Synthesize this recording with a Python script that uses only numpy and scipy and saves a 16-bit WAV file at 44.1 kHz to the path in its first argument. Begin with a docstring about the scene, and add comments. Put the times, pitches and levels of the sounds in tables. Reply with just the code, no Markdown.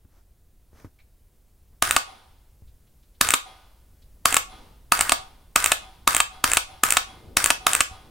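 """A low rumble and faint handling, then ten dry-fire pulls of a rifle in a cluttered basement.
Each pull drops the hammer; a small geared motor whirs, snaps it back over a catch and the sear,
and hits its stop. Every blow is a burst of steel contact that rings the receiver.
Springs and room sing on faintly. The pulls come faster and the rumble grows."""
import sys
import numpy as np
from scipy import signal
from scipy.fft import rfft, irfft
from scipy.io import wavfile
from scipy.ndimage import uniform_filter1d

SR = 44100
rng = np.random.default_rng(int(sys.argv[2]) if len(sys.argv) > 2 else 0)


def generate_wav(sig):
    """Save sig (samples, or channels by samples) to the path in sys.argv[1] as 16-bit PCM at SR."""
    pcm = np.round(np.clip(np.atleast_2d(sig).T, -1, 1) * 32767).astype(np.int16)
    wavfile.write(sys.argv[1], SR, pcm)


N = 357474
TIME_S = np.arange(N) / SR
SIDE_SIGN = np.array([[1], [-1]])

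# Background spectra. Each row: frequency in Hz, relative level in dB.
RUMBLE_TONE = [(15, -1.5), (30, 0), (55, -1), (90, -7.5), (150, -17.5), (300, -24), (700, -32.5),
               (2000, -46), (16000, -77.5)]
HISS_TONE = [(50, 2), (400, 8), (1000, -0.5), (2500, -2), (6000, -2), (10000, 0.5), (16000, 1)]
# Background envelopes. Each row: time in seconds, level in dB.
RUMBLE_LEVEL = [(0, -58), (2.1, -55.5), (3.6, -56.5), (4.3, -50.5), (8.11, -52)]
HISS_LEVEL = [(0, -70.5), (4, -66), (8.11, -65.5)]
# Hand bumps. Each row: start in seconds, relative level in dB, hardness in dB, decay in seconds.
BUMPS = [(0.048, -38, -16, 0.0067), (0.731, -33.5, -20, 0.0093), (0.846, -28, -8.5, 0.013),
         (1.726, -46, -10, 0.018), (2.622, -40, -35, 0.093), (7.273, -33.5, -24, 0.02),
         (7.913, -35.5, -34, 0.027)]
# Sleeve rubs. Each row: peak time in seconds, level in dB, rise and fall in seconds, brightness in dB.
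SLEEVE_RUBS = [(.18, -65.5, 0.074, 0.033, 3), (.79, -57, 0.05, 0.068, 2), (4.62, -56, 0.2, .12, -10),
               (7.3, -51, 0.23, 0.44, -27.5), (8.1, -52.5, 0.09, 0.079, -25)]
# Grip and trigger ticks. Each row: start in seconds, relative level in dB, pitch in Hz,
# rise in seconds, pitch prominence in dB.
TICKS = [(0.798, -50, 2120, 0.0025, 3), (0.984, -56, 2270, 0.011, 12), (1, -61, 4030, 0.0051, 16),
         (2.672, -62, 3900, 0.0091, 7), (2.869, -64.5, 3340, .006, 0), (3.025, -63.5, 3700, .008, 5.5),
         (3.144, -64.5, 3740, 0.0076, 6), (4.019, -57.5, 3860, 0.0062, 5.5)]
# Trigger pulls. Each row: hammer fall in seconds, its level in dB, delays to sear and to stop
# in seconds, catch level in dB, catch brightness in dB.
PULLS = [(1.8253, -6.3, .085, .1402, -24.5, -1.5), (3.2129, -4, .0937, .1263, -11.5, -3.5),
         (4.257, -3.3, .0867, .1111, -14.5, -3.5), (4.9222, -3, .0876, .1992, -15, -5.5),
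         (5.561, -3.3, .0997, .1585, -8.5, 0), (6.0769, -3, .0895, .1265, -10, -2),
         (6.4426, -5.5, .0925, .129, -12, -2.5), (6.837, -4, .0868, .1334, -9, 6),
         (7.3708, -4.5, .0896, .1338, -7, 1), (7.6685, -4.5, .0828, .1388, -10.5, 2)]
# Source spectra. Each row: frequency in Hz, relative level in dB.
BUMP_TONE = [(30, -1.5), (90, -2), (170, -2), (280, 1.5), (500, -20.5), (1500, -20), (3000, -36.5),
             (15000, -43.5)]
SLEEVE_TONE = [(100, 9.5), (500, 4.5), (1400, 0), (2500, -9.5), (4200, -12.5), (6000, -8.5), (8000, -16.5),
               (10500, -16.5), (11500, -14.5), (12500, -13.5), (13500, -19), (16000, -21)]
HAMMER_TONE = [(60, -5.5), (170, -14.5), (500, -15.5), (800, -11.5), (1300, -0.5), (2000, -6), (2800, -5),
               (5000, -10), (6500, -7), (8200, -15.5), (11000, -7.5), (13500, -12), (16000, -22)]
GEAR_TONE = [(40, -4), (90, 1.5), (180, -19.5), (500, -9.5), (1000, -3), (1500, 5), (2500, -8), (4500, -14),
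             (9500, -9), (12000, -15.5), (16000, -20)]
CATCH_TONE = [(60, -0.5), (170, -19.5), (500, -15.5), (800, -5.5), (1300, -9), (2000, -2.5), (2800, 0),
              (5000, -12), (6500, -1), (8200, -2.5), (11000, -7.5), (13500, -10.5), (16000, -13.5)]
SEAR_TONE = [(60, -3.5), (170, -23.5), (500, -5), (800, -12.5), (1300, 1.5), (2000, 2.5), (2800, 2.3),
             (5000, -13.5), (6500, -3.5), (8200, -1), (11000, -9.5), (13500, -4), (16000, -11.5)]
STOP_TONE = [(60, -5), (170, -22.5), (500, -13), (800, -10), (1300, -1), (2000, -1), (2800, 1.5),
             (5000, -6), (6500, -3), (8200, -5.5), (11000, -7.5), (13500, -9.5), (16000, -18.5)]
SPRING_WASH_TONE = [(100, -2.5), (500, -0.5), (900, 7.5), (1800, -4.5), (3500, -1.5), (5200, -7.5),
                    (7500, -17.5), (10400, -10.5), (11500, -23), (16000, -34)]
ROOM_TONE = [(100, -0.5), (300, -0.5), (900, -3), (1600, -6.5), (3000, -3.5), (5500, 1), (8000, -6),
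             (12000, 1.5), (16000, 12)]
# Receiver resonances. Each row: frequency in Hz, width in Hz, boost in dB.
RECEIVER_PEAKS = [(272, 130, 10), (707, 234, 10.5), (934, 61, 4.5), (1121, 140, 5), (1250, 200, 6),
                  (1400, 240, 1), (1726, 100, 5), (2175, 150, 3), (2612, 280, 6), (3165, 41, 5),
                  (3760, 400, 3.5), (4540, 300, 4.5), (5570, 600, 0.5), (7616, 1200, 10), (8520, 520, 10),
                  (9470, 460, 5), (10200, 540, 6), (12400, 810, 1.5)]
# Ringing parts. Each row: frequency in Hz, relative level in dB, T60 in seconds.
STEEL_MODES = [(1260, -5, 0.069), (1487, 0, 0.22), (1676, 1.5, 0.17), (2150, -7, 0.25), (2570, -2, 0.15),
               (2580, -4, 0.06), (3020, -1.5, 0.071), (3080, -3, 0.13), (3260, -3.5, 0.2),
               (3900, -1.5, 0.11), (4500, -5.5, 0.083), (5070, -4, 0.16), (7700, 1, 0.052),
               (9150, -1, 0.057), (8360, -0.5, 0.05), (9808, -6, .1)]
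SPRING_MODES = [(764, -2.5, 0.59), (748, -2.5, 0.23), (785, -13, 0.34), (1230, -8.5, 0.66),
                (1470, -16.5, 1), (2100, -16, 0.82), (2640, -29.5, 0.46), (3430, -16, 0.74),
                (3320, -12, 0.55), (3480, -18, 0.6), (4000, -12.5, 0.33), (10250, -22.5, .28),
                (10480, -17, 0.24), (11000, -22, 0.38)]
# Gear whine. Each row: time after the hammer in seconds, pitch in Hz.
WHINE_PITCH = [(0, 5635), (.02, 7890), (.036, 9270), (.053, 9380), (.075, 9000), (.14, 8326)]
# Gears taking load. Each row: time before the sear in seconds, relative level in dB.
GEAR_KNOCKS = [(.0582, -20), (.0354, -21.5)]
# Gear slips. Each row: time in seconds, relative level in dB, brightness in dB.
GEAR_SLIPS = [(5.0114, -8.5, -1.5), (5.095, -7.5, -1.5)]
# Room decay. Each row: frequency in Hz, T60 in seconds.
ROOM_T60 = [(100, 0.043), (800, 0.28), (2000, 0.26), (5000, 0.27), (9000, 0.21), (16000, .13)]
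# Stereo width of room and microphone ports. Each row: frequency in Hz, side over mid in dB.
ROOM_SIDE = [(40, -12), (150, 0), (400, -1.5), (1200, 6), (3000, 1.5), (7000, -0.5), (11000, -3),
             (16000, -14)]
PORT_SIDE = [(50, -16.5), (150, -7), (350, -15), (700, -18), (1300, -18), (2800, -21.5), (5500, -22),
             (10000, -22), (16000, -17)]


def amp(db):
    """Decibels to gain."""
    return 10 ** (np.asarray(db) / 20)


def unit(x):
    """Scale to rms 1."""
    return x / np.sqrt(np.mean(x ** 2) + 1e-20)


def curve_at(points, hz):
    """Interpolate over log frequency."""
    point_hz, value = np.transpose(points)
    return np.interp(np.log(hz + 1), np.log(point_hz + 1), value)


def add(mix, start_s, sound):
    """Mix a sound in place."""
    part = mix[..., max(round(start_s * SR), 0):][..., :sound.shape[-1]]
    part += sound[..., :part.shape[-1]]


def noise(tone, size=N):
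    """Coloured noise, rms 1."""
    gain = amp(curve_at(tone, np.fft.rfftfreq(size, 1 / SR)))
    return unit(irfft(rfft(rng.standard_normal(size)) * gain, size))


def stereo_noise(tone, side):
    """Mid noise plus independent side noise."""
    return noise(tone) + side * noise(tone) * SIDE_SIGN


def background():
    """Rumble and hiss, louder in the second half."""
    rumble_db = np.interp(TIME_S, *np.transpose(RUMBLE_LEVEL))
    hiss_db = np.interp(TIME_S, *np.transpose(HISS_LEVEL))
    rumble = amp(rumble_db) * stereo_noise(RUMBLE_TONE, side=.08)
    return rumble + amp(hiss_db) * stereo_noise(HISS_TONE, side=.25)


def bumps(gain_db=-4, hard_above_hz=150, rise_s=.00023):
    """Hands bump the stock; hard bumps reach higher."""
    out, t = np.zeros(N), np.arange(8192) / SR
    for start_s, db, hard_db, decay_s in BUMPS:
        tone = [(hz, tone_db + hard_db * (hz > hard_above_hz)) for hz, tone_db in BUMP_TONE]
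        envelope = np.exp(-t / decay_s) * (1 - np.exp(-t / rise_s))
        add(out, start_s, amp(db + gain_db) * noise(tone, len(t)) * envelope)
    return out


def sleeve(cloth_hz=600):
    """A sleeve rubs the stock in swells; slow rubs have little above cloth_hz."""
    out = np.zeros(N)
    for peak_s, db, rise_s, fall_s, bright_db in SLEEVE_RUBS:
        tone = [(hz, tone_db + bright_db * (hz > cloth_hz)) for hz, tone_db in SLEEVE_TONE]
        width_s = np.where(TIME_S < peak_s, rise_s, fall_s)
        out += amp(db) * noise(tone) * np.exp(-((TIME_S - peak_s) / width_s) ** 2)
    return out


def grip_ticks(gain_db=-5):
    """Grip and trigger slack tick as the shooter settles."""
    out, t = np.zeros(N), np.arange(8192) / SR
    for start_s, db, hz, rise_s, peak_db in TICKS:
        tone = [(hz / 4, -16), (hz * .85, 0), (hz, peak_db), (hz * 1.15, 0), (hz * 2.6, -18)]
        envelope = t / rise_s * np.exp(1 - t / rise_s)
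        add(out, start_s, amp(db + gain_db) * noise(tone, len(t)) * envelope)
    return out


def contact(rise_s, fall_s, chatter_db, chatter_s, crisp_s=.0025, soft_hz=7000, size=1024):
    """Steel on steel: a burst builds, collapses and chatters; only its peak keeps the top treble."""
    t = (np.arange(size) - size // 4) / SR
    decay = np.exp(-abs(t) / fall_s) + amp(chatter_db) * np.exp(-abs(t) / chatter_s)
    envelope = np.where(t < 0, np.exp(-abs(t) / rise_s), decay)
    burst = rng.standard_normal(size) * envelope
    for _ in range(2):  # hard contact: near-flat spectrum
        flat = irfft(np.exp(1j * np.angle(rfft(burst))))
        burst = envelope * np.tanh(unit(flat) / (unit(envelope) + 1e-9))
    hz = np.fft.rfftfreq(size, 1 / SR)
    soft = irfft(rfft(burst) / np.sqrt(1 + (hz / soft_hz) ** 2))
    return soft + (burst - soft) * np.exp(-(t / crisp_s) ** 2)


def receiver(tone, bright_db, pivot_hz=3500, vary_db=3, size=4096):
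    """Minimum-phase ring of the receiver; each blow favours other resonances."""
    hz = np.fft.rfftfreq(size, 1 / SR)
    db = curve_at(tone, hz) + bright_db * np.tanh(np.log((hz + 1) / pivot_hz))
    for peak_hz, width_hz, boost_db in RECEIVER_PEAKS:
        db += (boost_db + vary_db * rng.standard_normal()) / (1 + (2 * (hz - peak_hz) / width_hz) ** 2)
    log_gain = np.log(amp(np.r_[db, db[-2:0:-1]]))
    return np.fft.ifft(np.exp(np.conj(signal.hilbert(log_gain)))).real


def blows(hits, tone, gain_db, lead_s, **contact_shape):
    """Contacts ring the receiver. Each hit: time in seconds, relative level and brightness in dB."""
    out = np.zeros(N)
    for hit_s, db, bright_db in hits:
        burst = contact(**contact_shape)
        click = signal.fftconvolve(burst, receiver(tone, bright_db))
        click *= np.sqrt(.002 * SR / np.sum(click ** 2))  # energy of 2 ms at rms 1
        peak_s = len(burst) // 4 / SR
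        add(out, hit_s - peak_s - lead_s, amp(db + gain_db) * click)
    return out


def hammer():
    """The hammer strikes once per pull."""
    falls = [(pull_s, db, 0) for pull_s, db, *_ in PULLS]
    return blows(falls, HAMMER_TONE, gain_db=0, lead_s=.0006,
                 rise_s=.0009, fall_s=.002, chatter_db=-22, chatter_s=.005)


def stock_thump(gain_db=-21, hollow_hz=275, rise_s=.00062, fall_s=.0017):
    """The hammer kicks the hollow stock: one heavily damped low mode."""
    out, t = np.zeros(N), np.arange(2048) / SR
    envelope = np.exp(-t / fall_s) * (1 - np.exp(-t / rise_s))
    for pull_s, db, *_ in PULLS:
        hz = hollow_hz * (1 + .069 * rng.standard_normal())
        add(out, pull_s - .001, amp(db + gain_db) * np.sin(2 * np.pi * hz * t) * envelope)
    return out


def steel_ring(drive, gain_db=-27):
    """Barrel, spring and pins ring briefly in narrow modes."""
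    t = np.arange(SR // 3) / SR
    ring = sum(amp(db - 60 * t / t60_s) * np.sin(2 * np.pi * hz * t) for hz, db, t60_s in STEEL_MODES)
    return amp(gain_db) * signal.oaconvolve(drive, ring / np.linalg.norm(ring))[:N]


def motor(rasp_db=-30, whine_db=-38, slow_gear_db=-41, tooth_db=2, grit_db=3, fade_db_per_s=25):
    """From hammer to stop the gears rasp, pulsing per tooth; their whine climbs, then sags under load."""
    out = np.zeros(N)
    for pull_s, _, _, to_stop_s, *_ in PULLS:
        t = np.arange(0, to_stop_s, 1 / SR)
        hz = np.interp(t, *np.transpose(WHINE_PITCH)) * (1 + .008 * rng.standard_normal())
        jitter = 1 + .04 * rng.standard_normal(len(t))
        phase = 2 * np.pi * np.cumsum(hz * jitter) / SR
        uneven_bite = unit(uniform_filter1d(rng.standard_normal(len(t)), size=60))
        bite_db = tooth_db * np.sin(phase / 36) + grit_db * uneven_bite
        rasp = unit(noise(GEAR_TONE, len(t)) * amp(bite_db))
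        whine = amp(whine_db) * np.sin(phase) + amp(slow_gear_db) * np.sin(phase / 4.4)
        envelope = amp(-fade_db_per_s * t) * signal.windows.tukey(len(t), .08)
        add(out, pull_s, (amp(rasp_db) * rasp + whine) * envelope)
    return out


def gear_knocks():
    """The gears knock twice as they take the load; in one reset they also slip and snap."""
    knocks = [(pull_s + to_sear_s - early_s, db, 0)
              for pull_s, _, to_sear_s, *_ in PULLS for early_s, db in GEAR_KNOCKS]
    return blows(knocks + GEAR_SLIPS, STOP_TONE, gain_db=-2.5, lead_s=.0002,
                 rise_s=.00035, fall_s=.00096, chatter_db=-8, chatter_s=.002)


def reset_snaps(catch_lead_s=.0176, sear_bright_db=1.3, stop_bright_db=-2.7):
    """The hammer snaps over catch and sear, the lever hits its stop; the last two rebound once."""
    catches, sears, stops = [], [], []
    for pull_s, _, to_sear_s, to_stop_s, catch_db, catch_bright_db in PULLS:
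        catches.append((pull_s + to_sear_s - catch_lead_s, catch_db, catch_bright_db))
        sears.append((pull_s + to_sear_s, 0, sear_bright_db))  # spring-driven: same force every pull
        stops.append((pull_s + to_stop_s, 0, stop_bright_db))
    sear_rebounds = np.add(sears, [.0125, 0, 0])
    stop_rebounds = np.add(stops, [.0036, 0, -1])
    out = blows(catches, CATCH_TONE, gain_db=0, lead_s=.0002,
                rise_s=.0004, fall_s=.0008, chatter_db=-20, chatter_s=.002)
    out += blows(sears, SEAR_TONE, gain_db=-8.2, lead_s=.0003,
                 rise_s=.00025, fall_s=.0009, chatter_db=-24, chatter_s=.002)
    out += blows(stops, STOP_TONE, gain_db=-5.4, lead_s=.0005,
                 rise_s=.00071, fall_s=.0016, chatter_db=-20.5, chatter_s=.0026)
    out += blows(sear_rebounds, STOP_TONE, gain_db=-23, lead_s=.00012,
                 rise_s=.00013, fall_s=.0038, chatter_db=-25, chatter_s=.0047)
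    out += blows(stop_rebounds, STOP_TONE, gain_db=-12.9, lead_s=.0002,
                 rise_s=.000096, fall_s=.0009, chatter_db=-20, chatter_s=.004)
    return out


def springs(delay_s=.272, swell_s=.043, gain_db=-48, wash_db=-2, wash_t60_s=.91, waver_hz=14, waver_db=4):
    """A faint metallic ring over a noise wash swells after each cycle; its modes waver as they die."""
    out, wash_power = np.zeros((2, N)), np.zeros(N)
    t = np.arange(-SR // 4, SR) / SR
    swell = amp(gain_db) * np.exp(-(np.minimum(t, 0) / swell_s) ** 2)
    age_s = np.maximum(t, 0)
    waver_steps = (t - t[0]) * waver_hz
    for pull_s, *_ in PULLS:
        start_s = pull_s + delay_s + t[0]
        for hz, db, t60_s in SPRING_MODES:
            drift_rad = np.interp(waver_steps, np.arange(64), rng.standard_normal(64))
            drift_db = waver_db * np.interp(waver_steps, np.arange(64), rng.standard_normal(64))
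            phase = 2 * np.pi * (hz * t + rng.random()) + drift_rad + .5 * rng.standard_normal((2, 1))
            add(out, start_s, amp(db + drift_db - 60 * age_s / t60_s) * swell * np.sin(phase))
        add(wash_power, start_s, (swell * amp(wash_db - 60 * age_s / wash_t60_s)) ** 2)
    return out + np.sqrt(wash_power) * stereo_noise(SPRING_WASH_TONE, side=.43)


def room(source, wet_db=-4.5, onset_s=.0051):
    """Dense reflections from near walls and clutter; each band has its own decay."""
    hz, t, bands = signal.stft(rng.standard_normal((2, SR // 2)), SR, nperseg=256)
    bands *= amp(curve_at(ROOM_TONE, hz)[:, None] - 60 * t / curve_at(ROOM_T60, hz)[:, None])
    bands[1] *= amp(curve_at(ROOM_SIDE, hz))[:, None]
    tail = signal.istft(bands, SR, nperseg=256)[1]
    tail *= 1 - np.exp(-(np.arange(tail.shape[1]) / SR / onset_s) ** 2)
    mid, side = signal.fftconvolve(source[None], tail / np.linalg.norm(tail[0]), axes=1)[:, :N]
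    return amp(wet_db) * (mid + side * SIDE_SIGN)


def mic_ports(source, scatter_s=.0006, left_db=.23, size=1024):
    """Scatter off the shoulder reaches two microphone ports with different phases."""
    scatter = rfft(rng.standard_normal(size) * np.exp(-np.arange(size) / SR / scatter_s))
    quarter_turn = 1j * np.tanh(3 * np.sin(np.angle(scatter)))  # keeps both ports equally loud
    side_gain = amp(curve_at(PORT_SIDE, np.fft.rfftfreq(size, 1 / SR)))
    kernel = np.roll(irfft(quarter_turn * side_gain), size // 2)
    side = signal.oaconvolve(source, kernel)[size // 2:][:N]
    return (source + side * SIDE_SIGN) * amp(left_db * SIDE_SIGN)


def scene():
    """The close rifle in its room over rumble and hiss."""
    action = hammer() + reset_snaps() + gear_knocks() + motor()
    rifle = action + steel_ring(action) + stock_thump() + grip_ticks() + sleeve()
    return background() + mic_ports(rifle + bumps()) + room(rifle) + springs()


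def record(dry, ceiling=.9, cutoff_hz=16000):
    """Soft clip, then low-pass."""
    rounded = dry / (1 + (dry / ceiling) ** 4) ** (1 / 4)
    lowpass = signal.firwin(255, cutoff_hz, window=("kaiser", 8), fs=SR)
    return signal.oaconvolve(rounded, lowpass[None], "same")


dry = scene()
out = record(dry)
generate_wav(out)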